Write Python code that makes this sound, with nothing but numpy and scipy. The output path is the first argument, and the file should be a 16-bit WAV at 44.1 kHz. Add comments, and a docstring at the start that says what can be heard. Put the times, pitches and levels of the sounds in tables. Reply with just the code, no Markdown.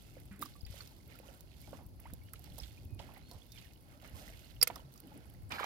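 """Folding a wet lotus leaf in a boat

Someone in a wooden boat lifts a big wet leaf out of a marsh and folds it, a little right of the microphone.
Swarms of damped resonances make its crackle and trickle; filtered noise makes the rub of sleeves and the slosh.
Gliding sines are air pockets ringing in the water. A small tool, perhaps a knife, clinks on the boards as sums
of decaying modes, and at the end a paddle digs in as froth and spray. Light wind rumbles on the microphone
as low noise and slow pulses, and a far bird whistles in arched sines."""
import sys
import numpy as np
from scipy import signal
from scipy.fft import rfft, irfft
from scipy.io import wavfile
from scipy.ndimage import uniform_filter1d

SR = 44100
rng = np.random.default_rng(int(sys.argv[2]) if len(sys.argv) > 2 else 0)


def put_to_file(sound):
    """Save the sound as 16-bit audio at rate SR, in the file named by the first command-line argument."""
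    columns = np.atleast_2d(sound).T  # one column per channel
    safe = np.clip(columns, -1, 1)
    whole_steps = np.round(safe * 32767)
    wavfile.write(sys.argv[1], SR, whole_steps.astype(np.int16))


N = 249165
T = np.arange(N) / SR
SIDES = np.array([[1], [-1]])  # left, right


def amp(db):
    """Level law: decibels to amplitude ratio."""
    return 10 ** (np.asarray(db) / 20)


def unit(x):
    """Normalisation to unit rms."""
    return x / np.sqrt(np.mean(x ** 2))


def curves(table):
    """Linear interpolation: each column after the first becomes a curve over time."""
    s, *columns = np.transpose(table)
    return [np.interp(T, s, c) for c in columns]


def add(out, s, sound):
    """Superposition: mix a sound in at a time, cut at the end of the scene."""
    i = int(np.clip(s * SR, 0, N - 1))
    out[i:i + len(sound)] += sound[:N - i]


def colour(x, spectrum):
    """Linear filtering by a (Hz, dB) spectrum, falling 12 dB per octave below its first point; rms 1."""
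    hz, db = np.transpose(spectrum)
    f = np.maximum(np.arange(N // 2 + 1) * SR / N, 1)
    below = np.minimum(f / hz[0], 1) ** 2
    response = below * amp(np.interp(np.log(f), np.log(hz), db))
    return unit(irfft(rfft(x) * response, N))


def noise(spectrum):
    """Coloured noise: white noise shaped by a spectrum; rms 1."""
    return colour(rng.standard_normal(N), spectrum)


def walk(rate):
    """Random modulation: straight lines between normal random values, `rate` of them per second."""
    return np.interp(T * rate, np.arange(1000), rng.standard_normal(1000))


def fade(t, t60, rise):
    """Damping: quick rise, then exponential decay by 60 dB in t60 seconds; peak 1."""
    shape = (1 - np.exp(-t / rise)) * np.exp(-np.log(1000) * t / t60)
    return shape / shape.max()


def burst(hz, spread, t60, rise):
    """Damped band-limited noise, a puff of at most a quarter second with a peak near 1."""
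    t = T[:SR // 4]
    edges = [hz / (1 + spread), min(hz * (1 + spread), SR / 2 - 2000)]
    band = signal.butter(2, edges, "band", fs=SR, output="sos")
    hiss = signal.sosfilt(band, rng.standard_normal(len(t)))
    return unit(hiss) * fade(t, t60, rise) / 2


def ping(hz, t60, glide=0, rise=0.00085, phase=0):
    """One damped resonance, whose pitch may glide in octaves per second."""
    t = T[:int(t60 * SR) + 2]
    cycles = np.cumsum(hz * 2 ** (glide * t)) / SR
    return np.sin(phase + 2 * np.pi * cycles) * fade(t, t60, rise)


def ring(modes, rise):
    """Modal superposition: all the modes of a struck body at random phases, peak 1."""
    out = np.zeros(SR // 4)
    for hz, db, t60 in modes:
        tone = ping(hz, t60, rise=rise, phase=rng.uniform(0, 2 * np.pi))
        out[:len(tone)] += amp(db) * tone
    return out / np.abs(out).max()


def grains(centre_hz, octaves, cycles, scatter_db, glide, count):
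    """Granular superposition: tiny resonances about a pitch, mostly faint, a few strong; evened to rms near 1."""
    out, centre_hz = np.zeros(N), np.broadcast_to(centre_hz, N)
    for when, pitch, size, life in rng.random((count, 4)):
        hz = centre_hz[int(when * N)] * 2 ** (octaves * (2 * pitch - 1))
        t60 = cycles * (.5 + life) / hz
        add(out, when * T[-1], amp(-scatter_db * np.log(1 - size)) * ping(hz, t60, glide))
    slow_power = uniform_filter1d(out ** 2, SR // 12)
    return out / np.sqrt(slow_power + 1e-9)


def place(x, pan_db, scatter, lag_s=0):
    """Scattering: the right port hears directly; the left partly by way of the body and the boat, which smear it.

    pan_db is left minus right; scatter is the smeared share of the left port's power; lag_s delays the rest."""
    t = T[:SR // 20]
    smear = rng.standard_normal(len(t)) * fade(t, 0.021, .0001)
    scattered = signal.fftconvolve(x, smear / np.linalg.norm(smear))[:N]
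    late = np.roll(x, round(lag_s * SR))
    left = np.sqrt(1 - scatter) * late + np.sqrt(scatter) * scattered
    return np.array([left * amp(pan_db / 2), x * amp(-pan_db / 2)])


def swells(movements, rest_db):
    """Addition of powers: movements build as a Gaussian and die exponentially over a resting level; gives a gain."""
    power = amp(rest_db) ** 2
    for s, swell_s, fade_s, db in movements:
        away = np.where(T < s, ((T - s) / swell_s) ** 2, (T - s) / fade_s)
        power = power + (amp(db) * np.exp(-away)) ** 2
    return np.sqrt(power)


def outdoors():
    """Turbulent pressure: low wind noise, partly independent at each port, over the quiet hiss of the open marsh."""
    # strength of the wind on the microphone: start_s, relative level_db
    wind_strength = [(0.0, -61), (0.6, -58.5), (0.75, -58.5), (0.91, -63), (1.67, -59), (1.73, -58.5),
                     (2.86, -56.5), (3.01, -58.5), (3.9, -63), (4.31, -58), (4.69, -58), (5.02, -65),
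                     (5.44, -57), (5.65, -59)]
    # spectrum of the wind rumble: frequency_hz, relative density_db
    gust = [(22, -30), (32, -18), (46, 6.5), (62, 5.5), (90, 2), (125, 1.5), (166, -6.5), (260, -20.5),
            (500, -47.5)]
    # spectrum of the open air: frequency_hz, relative density_db
    air_spectrum = [(150, 3), (400, -3.5), (750, -8), (1050, -12), (1500, -26), (2300, -20), (3400, -30),
                    (4500, -14), (6000, -26), (8500, -42.5), (11000, -14), (14000, -31), (16000, -22)]
    gust_db = curves(wind_strength)[0] + 2 + 2 * walk(22)
    wind = (noise(gust) + 0.66 * SIDES * noise(gust)) * amp(gust_db)
    air_db = -70.5 - 1.5 * SIDES + 0.27 * walk(8.5)  # the right side is louder
    air = (noise(air_spectrum) + 0.97 * SIDES * noise(air_spectrum)) * amp(air_db)
    return wind + air


def buffets():
    """Damped oscillation: each buffet of wind pushes the two ports unequally through a few slow cycles."""
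    # single buffets: start_s, peak_db (mean of the ports), pitch_hz, t60_s, left_minus_right_db
    pushes = [(0.632, -45, 79, .07, 26), (0.663, -45, 55.7, 0.17, 13), (0.701, -42, 91, 0.079, 13),
              (2.621, -40, 60, 0.15, -9), (2.856, -39.5, 82, 0.14, .5), (2.924, -44, 99.6, 0.18, -22),
              (3.353, -46, 85, 0.1, -10), (4.136, -44.5, 82, 0.1, -19), (5.43, -48.5, 100, 0.29, 16)]
    out = np.zeros((2, N))
    for s, db, hz, t60, pan_db in pushes:
        push = ping(hz, t60, rise=0.0011)
        add(out[0], s, amp(db + pan_db / 2) * push)
        add(out[1], s, amp(db - pan_db / 2) * push)
    return out


def bird():
    """Frequency modulation: thin whistles from the reeds whose pitch follows an arch and trembles."""
    # whistles: start_s, length_s, start_hz, middle_hz, end_hz, level_db
    whistles = [(2.23, .06, 2750, 2900, 3000, -75), (2.68, .05, 3550, 3620, 3550, -73),
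                (2.87, .115, 2510, 2510, 2410, -73), (3.21, .175, 3750, 4370, 3450, -67),
                (3.48, .14, 3400, 3600, 2700, -69)]
    out = np.zeros(N)
    for s, length, start_hz, middle_hz, end_hz, db in whistles:
        u = np.linspace(0, 1, int(length * SR))
        arch = np.polyfit([0, .5, 1], [start_hz, middle_hz, end_hz], 2)
        hz = np.polyval(arch, u) * (1 + 0.0064 * walk(138)[:len(u)])
        flutter_db = 3 * walk(70)[:len(u)]
        envelope = np.sqrt(np.abs(np.sin(np.pi * u)))
        add(out, s, amp(db + flutter_db) * envelope * np.sin(2 * np.pi * np.cumsum(hz) / SR))
    return place(out, 0, .2)


def boat():
    """Damped hull resonance and friction: dull knocks, and a jacket rubbing close and wide as the weight shifts."""
    # shifts of the body's weight: height_s, swell_s, fade_s, relative level_db
    shifts = [(.18, 0.056, 0.14, -59.5), (.42, 0.027, 0.035, -48.5), (1.25, 0.45, 0.3, -64),
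              (1.73, 0.075, 0.16, -56), (2.57, 0.16, 0.13, -61), (3.01, 0.25, 0.2, -57.5),
              (3.31, 0.075, 0.048, -59.5), (4.2, 0.27, 0.23, -61), (4.71, 0.016, 0.055, -51),
              (5.05, 0.024, 0.095, -53), (5.16, 0.02, 0.021, -46.5), (5.53, 0.025, 0.065, -51.5)]
    # spectrum of the rubbing jacket: frequency_hz, relative density_db
    cloth = [(100, -2), (190, 0), (300, 0.5), (450, -12.5), (800, -19), (2000, -67.5)]
    # dull knocks on the hull: start_s, peak_db, pitch_hz, t60_s
    knocks = [(0.311, -46, 197, .27), (2.129, -40, 201, 0.023), (4.844, -49, 137.3, 0.32),
              (5.146, -57, 246, .08)]
    shifting = swells(shifts, rest_db=-66) * amp(-2)
    out = noise(cloth) * shifting
    for s, db, hz, t60 in knocks:
        add(out, s, amp(db) * ping(hz, t60, rise=0.00098))
    return out + 0.35 * SIDES * noise(cloth) * shifting


def droplets(count=120):
    """Random impacts: tiny drops tick on the wet leaf all the while, each a short band of noise."""
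    out = np.zeros(N)
    for when, pitch, size in rng.random((count, 3)):
        db = -56 + 3 * min(-np.log(1 - size), 3)
        add(out, when * T[-1], amp(db) * burst(9000 + 5500 * pitch, .2, .012, .0002))
    return place(out, -2.5, 1.0)


def water():
    """Bubble resonance: trapped air pockets ring as gliding sines, beside noisy slaps of water and wet leaf."""
    # ringing air pockets: start_s, relative peak_db, pitch_hz, t60_s, glide_octaves_per_s
    bubbles = [(0.168, -48, 540, 0.05, -7), (.4254, -31.5, 1178, 0.026, 2), (0.4258, -43, 3680, .025, 9),
               (.458, -47.5, 1150, 0.034, 2), (.554, -58.5, 1146, 0.085, 1), (0.609, -51, 4980, .025, -15),
               (0.651, -47, 4800, 0.025, -3), (.741, -49, 570, 0.022, 0), (.8068, -41.5, 4420, 0.021, 3),
               (1.2, -49.5, 543, 0.033, -16), (1.287, -50, 575, 0.087, -8), (1.641, -59, 2250, 0.053, 1),
               (1.73, -40.5, 574, 0.032, -10), (2.055, -48.5, 800, 0.081, 38.5),
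               (1.809, -58, 860, 0.023, 5), (2.057, -57.5, 1900, 0.074, 22), (2.216, -63.5, 2210, .09, 2),
               (2.336, -47.5, 1320, 0.025, -5), (2.601, -40, 5300, 0.011, -5), (2.637, -48, 3270, .04, 8),
               (2.775, -57.5, 2420, .047, 6), (3.419, -54, 3340, .03, 8), (3.559, -57, 2350, 0.035, 0),
               (3.652, -59, 1920, 0.052, -10), (4.565, -56, 2980, 0.031, -8), (4.802, -56, 2970, .03, -2),
               (5.5209, -41.5, 2460, 0.08, -2.5), (5.584, -33.5, 1520, 0.011, 40),
               (5.593, -34.5, 1590, 0.024, -50), (5.5986, -33.5, 1215, 0.045, -66.5),
               (5.608, -36.5, 497, 0.026, 2), (5.632, -33, 1215, 0.031, -5),
               (5.6425, -29, 825, 0.0083, -23)]
    # small slaps: start_s, relative peak_db, centre_hz, t60_s
    slaps = [(0.312, -54.5, 1660, 0.38), (0.42, -42.5, 1460, 0.098), (0.664, -50.5, 2740, 0.11),
             (.803, -48.5, 1490, .088), (1.675, -51, 704, 0.11), (1.729, -47, 815, 0.12),
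             (1.787, -52.5, 740, 0.24), (1.995, -56.5, 1650, 0.067), (2.134, -52, 475, 0.055),
             (2.055, -58, 2180, .077), (2.099, -54.5, 1590, 0.063), (2.337, -47, 1600, 0.028),
             (2.358, -52, 3200, .04), (2.582, -47, 610, 0.079), (2.633, -45, 3280, 0.08),
             (2.992, -44, 3370, 0.057), (2.998, -42.5, 800, 0.067), (3.087, -51, 756, 0.22),
             (3.168, -49.5, 800, 0.06), (3.311, -51.5, 660, 0.33), (3.583, -45.5, 3440, 0.064),
             (4.045, -54.5, 1620, 0.16),  (4.7001, -34.5, 740, 0.054), (4.701, -43, 2180, 0.059),
             (4.7605, -38.5, 890, 0.045), (5.519, -34, 2730, 0.064)]
    out = np.zeros(N)
    for s, db, hz, t60, glide in bubbles:
        add(out, s, amp(db) * ping(hz, t60, glide, rise=0.00041))
    for s, db, hz, t60 in slaps:
        add(out, s, amp(db) * burst(hz, 0.39, t60, 0.00017))
    return place(out, -8, 0.084, lag_s=.0001)


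def paddle():
    """Entrained air and spray: the paddle blade churns up froth and bubbles and throws fine drops."""
    # the stroke: time_s, relative churn_db, relative spray_db
    stroke_levels = [(5.498, -80, -89), (5.507, -46, -56), (5.521, -42.5, -58), (5.535, -46, -56),
                     (5.563, -44, -54.5), (5.578, -52.5, -60), (5.6, -42, -52), (5.62, -43.5, -60),
                     (5.65, -39, -59)]
    # spectrum of the churned water: frequency_hz, relative density_db
    churn = [(120, -17), (400, -13), (800, 4.5), (1500, 6), (2500, 1), (4000, -7.5), (8000, -27)]
    # spectrum of the fine spray: frequency_hz, relative density_db
    spray = [(1500, -20), (4000, 5.5), (6000, -6), (9000, -9), (12500, -3.5), (16000, -16)]
    churn_db, spray_db = curves(stroke_levels)
    bubbles = grains(1150, 1.35, cycles=10, scatter_db=2, glide=10, count=4000)
    froth = unit(noise(churn) + amp(-3) * bubbles)
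    stroke = froth * amp(churn_db) + noise(spray) * amp(spray_db)
    begun = T > stroke_levels[0][0]
    return place(stroke * begun, -5.0, 0.82, lag_s=.00015)


def knife():
    """Modal impact: every bounce rings blade, edge and board in its own mix; the hull scatters a short tail."""
    # landing and bounces: start_s, relative blade_db, relative edge_db, relative board_db
    bounces = [(4.6139, -18, -33, -36.5), (4.6262, -12.5, -21.5, -23), (4.629, -33, -7.5, -28),
               (4.6723, -38.5, -47.5, -27.5), (4.6754, -44, -22, -40.5)]
    # modes of the blade: frequency_hz, relative level_db, t60_s
    blade_modes = [(4660, -1, .017), (4800, -1, .015), (5020, -3, .012), (5310, -1, .013)]
    # modes of its edge: frequency_hz, relative level_db, t60_s
    edge_modes = [(7650, -12, .018), (8890, -2, .021), (9700, -4, .011), (10150, -4, .012),
                  (10700, -4, .014), (11100, -5, .014), (12350, -4, .012), (12720, 0, .014),
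                  (13100, -2, .012), (13780, -4, .012), (14500, -9, .011)]
    # modes of the board: frequency_hz, relative level_db, t60_s
    board_modes = [(482, -9, 0.05), (706, -11.5, 0.025), (920, -23.5, 0.044), (1366, -3, 0.02),
                   (1770, -12.5, 0.069), (2135, -0.5, 0.019), (2446, -1, 0.014), (3240, -14, 0.0085)]
    out = np.zeros(N)
    for s, blade_db, edge_db, board_db in bounces:
        clatter = amp(-33) * burst(4200, .9, .09, .002)
        crack = amp(-3) * burst(10500, 0.31, 0.014, .0001)
        thud = amp(-3) * burst(2800, 1.7, 0.05, .0002)
        blade = ring(blade_modes, rise=.001) + clatter
        edge = ring(edge_modes, rise=0.000067) + crack
        board = ring(board_modes, rise=0.000088) + thud
        add(out, s, amp(blade_db) * blade + amp(edge_db) * edge + amp(board_db) * board)
    return place(out * amp(-1.5), -8.0, 0.92, lag_s=.000023)


def ticks():
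    """Impulsive excitation: drops and creases tick as a bright crack with a lower snap of the leaf under it."""
    # ticks: start_s, relative peak_db, t60_s, snap_db (relative to the crack)
    leaf_ticks = [(0.393, -42, .013, -26), (.414, -37, .027, -15), (0.4205, -32.5, .025, -13.5),
                  (0.4263, -38.5, 0.023, -9), (0.432, -33, 0.017, -22), (.4533, -42, 0.015, -19),
                  (0.4578, -45, .033, -1), (0.616, -48, .012, -22), (.664, -49.5, 0.024, -4),
                  (.806, -63, 0.026, -1), (.874, -48.5, 0.027, -1), (1.189, -45, 0.022, -21),
                  (1.407, -42, .018, -11), (1.615, -45, 0.012, -36), (1.864, -48.5, 0.022, -35),
                  (2.0, -41, 0.018, -30), (2.052, -59, .015, -24), (2.1355, -36, 0.019, -15),
                  (2.3344, -37.5, 0.022, -14), (2.3935, -44, .01, -25), (2.4413, -44.5, .019, -7),
                  (2.581, -39.5, 0.018, -5), (2.586, -34, 0.014, -25), (3.177, -52, .019, -22),
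                  (3.313, -46, 0.02, 3), (3.5195, -48, 0.045, -0.5), (3.735, -53, .014, -6),
                  (4.075, -49.5, 0.032, -4.5), (4.758, -37.5, 0.016, 0), (4.939, -46, 0.0085, -7.5),
                  (4.977, -51, .015, -1), (5.002, -40, 0.0089, -13.5), (5.072, -48.5, .012, -32),
                  (5.5203, -40.5, .014, 5.5), (5.642, -43, 0.018, 5.5)]
    out = np.zeros(N)
    for s, db, t60, snap_db in leaf_ticks:
        crack = burst(13150, 0.31, t60, 0.0001)
        snap = amp(snap_db) * burst(4800, 0.29, t60, 0.0001)
        add(out, s, amp(db) * (crack + snap))
    return place(out, -8.5, 0.8, lag_s=.000023)


def leaf_motion():
    """Common excitation: each stroke drives crinkle, rubbing and running water; also gives the crease pitch in Hz."""
    # hands on the leaf: height_s, swell_s, fade_s, relative crinkle_db, rub_db and water_db, crease_hz
    strokes = [(.02, 0.06, 0.42, -68, -66.5, -72, 3950), (.18, 0.014, 0.021, -66.5, -78, -63, 2180),
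               (0.429, .025, 0.11, -59, -58, -65.5, 3670), (.72, 0.026, 0.035, -60.5, -61.5, -82, 4300),
               (0.784, 0.05, 0.14, -60.5, -58.5, -62.5, 3630), (1.14, 0.056, 0.086, -63, -71, -62, 2270),
               (1.28, 0.055, 0.13, -68.5, -66.5, -60.5, 3340), (1.52, 0.042, 0.052, -68, -75, -92, 3500),
               (1.67, 0.11, 0.077, -68, -66, -88, 4440), (1.77, 0.071, 0.043, -68.5, -68, -64, 2530),
               (2.05, 0.052, 0.2, -71, -74.5, -66.5, 2400), (2.29, 0.023, 0.021, -69, -75, -81, 3930),
               (2.355, 0.017, 0.11, -71.5, -68, -67, 2400), (2.45, 0.022, 0.14, -64.5, -67, -65, 4000),
               (2.62, 0.061, 0.14, -62.5, -62, -68, 4020), (3.0, 0.013, 0.13, -61, -67, -57, 2640),
               (3.17, .04, 0.059, -63.5, -76, -66.5, 2430), (3.33, 0.07, 0.27, -69.5, -68.5, -84, 4480),
               (3.59, 0.055, 0.11, -61, -64, -71, 2710), (3.93, 0.074, 0.11, -69.5, -71.5, -64, 2650),
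               (4.05, 0.034, 0.068, -59, -65, -59, 2100), (4.2, 0.065, 0.1, -62, -58, -57, 2490),
               (4.27, 0.036, 0.22, -60.5, -63, -64, 2040), (4.52, 0.15, 0.027, -67, -70, -85, 4210),
               (4.76, 0.099, 0.071, -65, -69, -56, 3470), (4.98, 0.099, .03, -72, -73.5, -68.5, 4700),
               (5.15, 0.17, 0.27, -69.5, -74, -63.5, 2430)]
    s, swell_s, fade_s, crinkle_db, rub_db, water_db, crease_hz = np.transpose(strokes)
    # the resting levels are low but never silent: the leaf is never quite still
    effort = swells(zip(s, swell_s, fade_s, crinkle_db), rest_db=-87.5)
    rub = swells(zip(s, swell_s, fade_s, rub_db), rest_db=-79.5)
    flow = swells(zip(s, swell_s, fade_s, water_db), rest_db=-76.5)
    return effort, rub, flow, np.interp(T, s, crease_hz)


def handling():
    """Crackling and friction: water runs off the leaf; its skin crinkles at the fold's pitch and rubs on sleeves."""
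    # spectrum of sloshing water: frequency_hz, relative density_db
    slosh_spectrum = [(250, -11), (480, 5.5), (900, -4), (1400, 0), (2200, -9), (4000, -26)]
    # spectrum of the rubbing: frequency_hz, relative density_db
    rustle_spectrum = [(3000, -1), (6000, -2.5), (9000, -5.5), (12000, -3.5), (14500, -2.5), (16500, -33)]
    # where the leaf is held: time_s, relative left_minus_right_db
    leaf_pan = [(0.0, -5), (0.57, -3), (0.73, -9), (0.9, -0.5), (1.08, -10.5), (3.47, -9), (4.26, -5),
                (4.55, -9)]
    effort, rub, flow, fold_hz = leaf_motion()
    trickle = grains(815.5, 1, cycles=43, scatter_db=4.5, glide=4.3, count=3200) * amp(-5)
    slosh = noise(slosh_spectrum) * amp(-4)
    crinkle = grains(fold_hz, 0.46, cycles=22, scatter_db=4.0, glide=15, count=3200) * amp(-5)
    crumple = grains(3000, 0.8, cycles=4.0, scatter_db=2.8, glide=0, count=9000) * amp(-4)
    catches = np.repeat(rng.standard_normal(N // 64 + 1), 64)[:N]  # catches and slips every 1.5 ms
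    rough = rng.standard_normal(N) * amp(3.8 * catches)
    rustle = colour(rough, rustle_spectrum) * amp(-2)
    pan_db = curves(leaf_pan)[0] - 2
    running = place((trickle + slosh) * flow, -3.5, 0.74, lag_s=.0002)
    folding = place((crinkle + crumple) * effort, pan_db, 1.0)
    rubbing = place(rustle * rub, pan_db - 2.5, 1.0)
    return running + folding + rubbing


def scene():
    """Superposition of all sources in the open air, with no echo."""
    surroundings = outdoors() + buffets() + bird() + boat()
    return surroundings + droplets() + water() + paddle() + knife() + ticks() + handling()


def record(dry):
    """Band limitation: the recorder cuts the top above 15.9 kHz."""
    return signal.sosfilt(signal.ellip(10, .2, 80, 15900, fs=SR, output="sos"), dry)


dry = scene()
out = record(dry)
put_to_file(out)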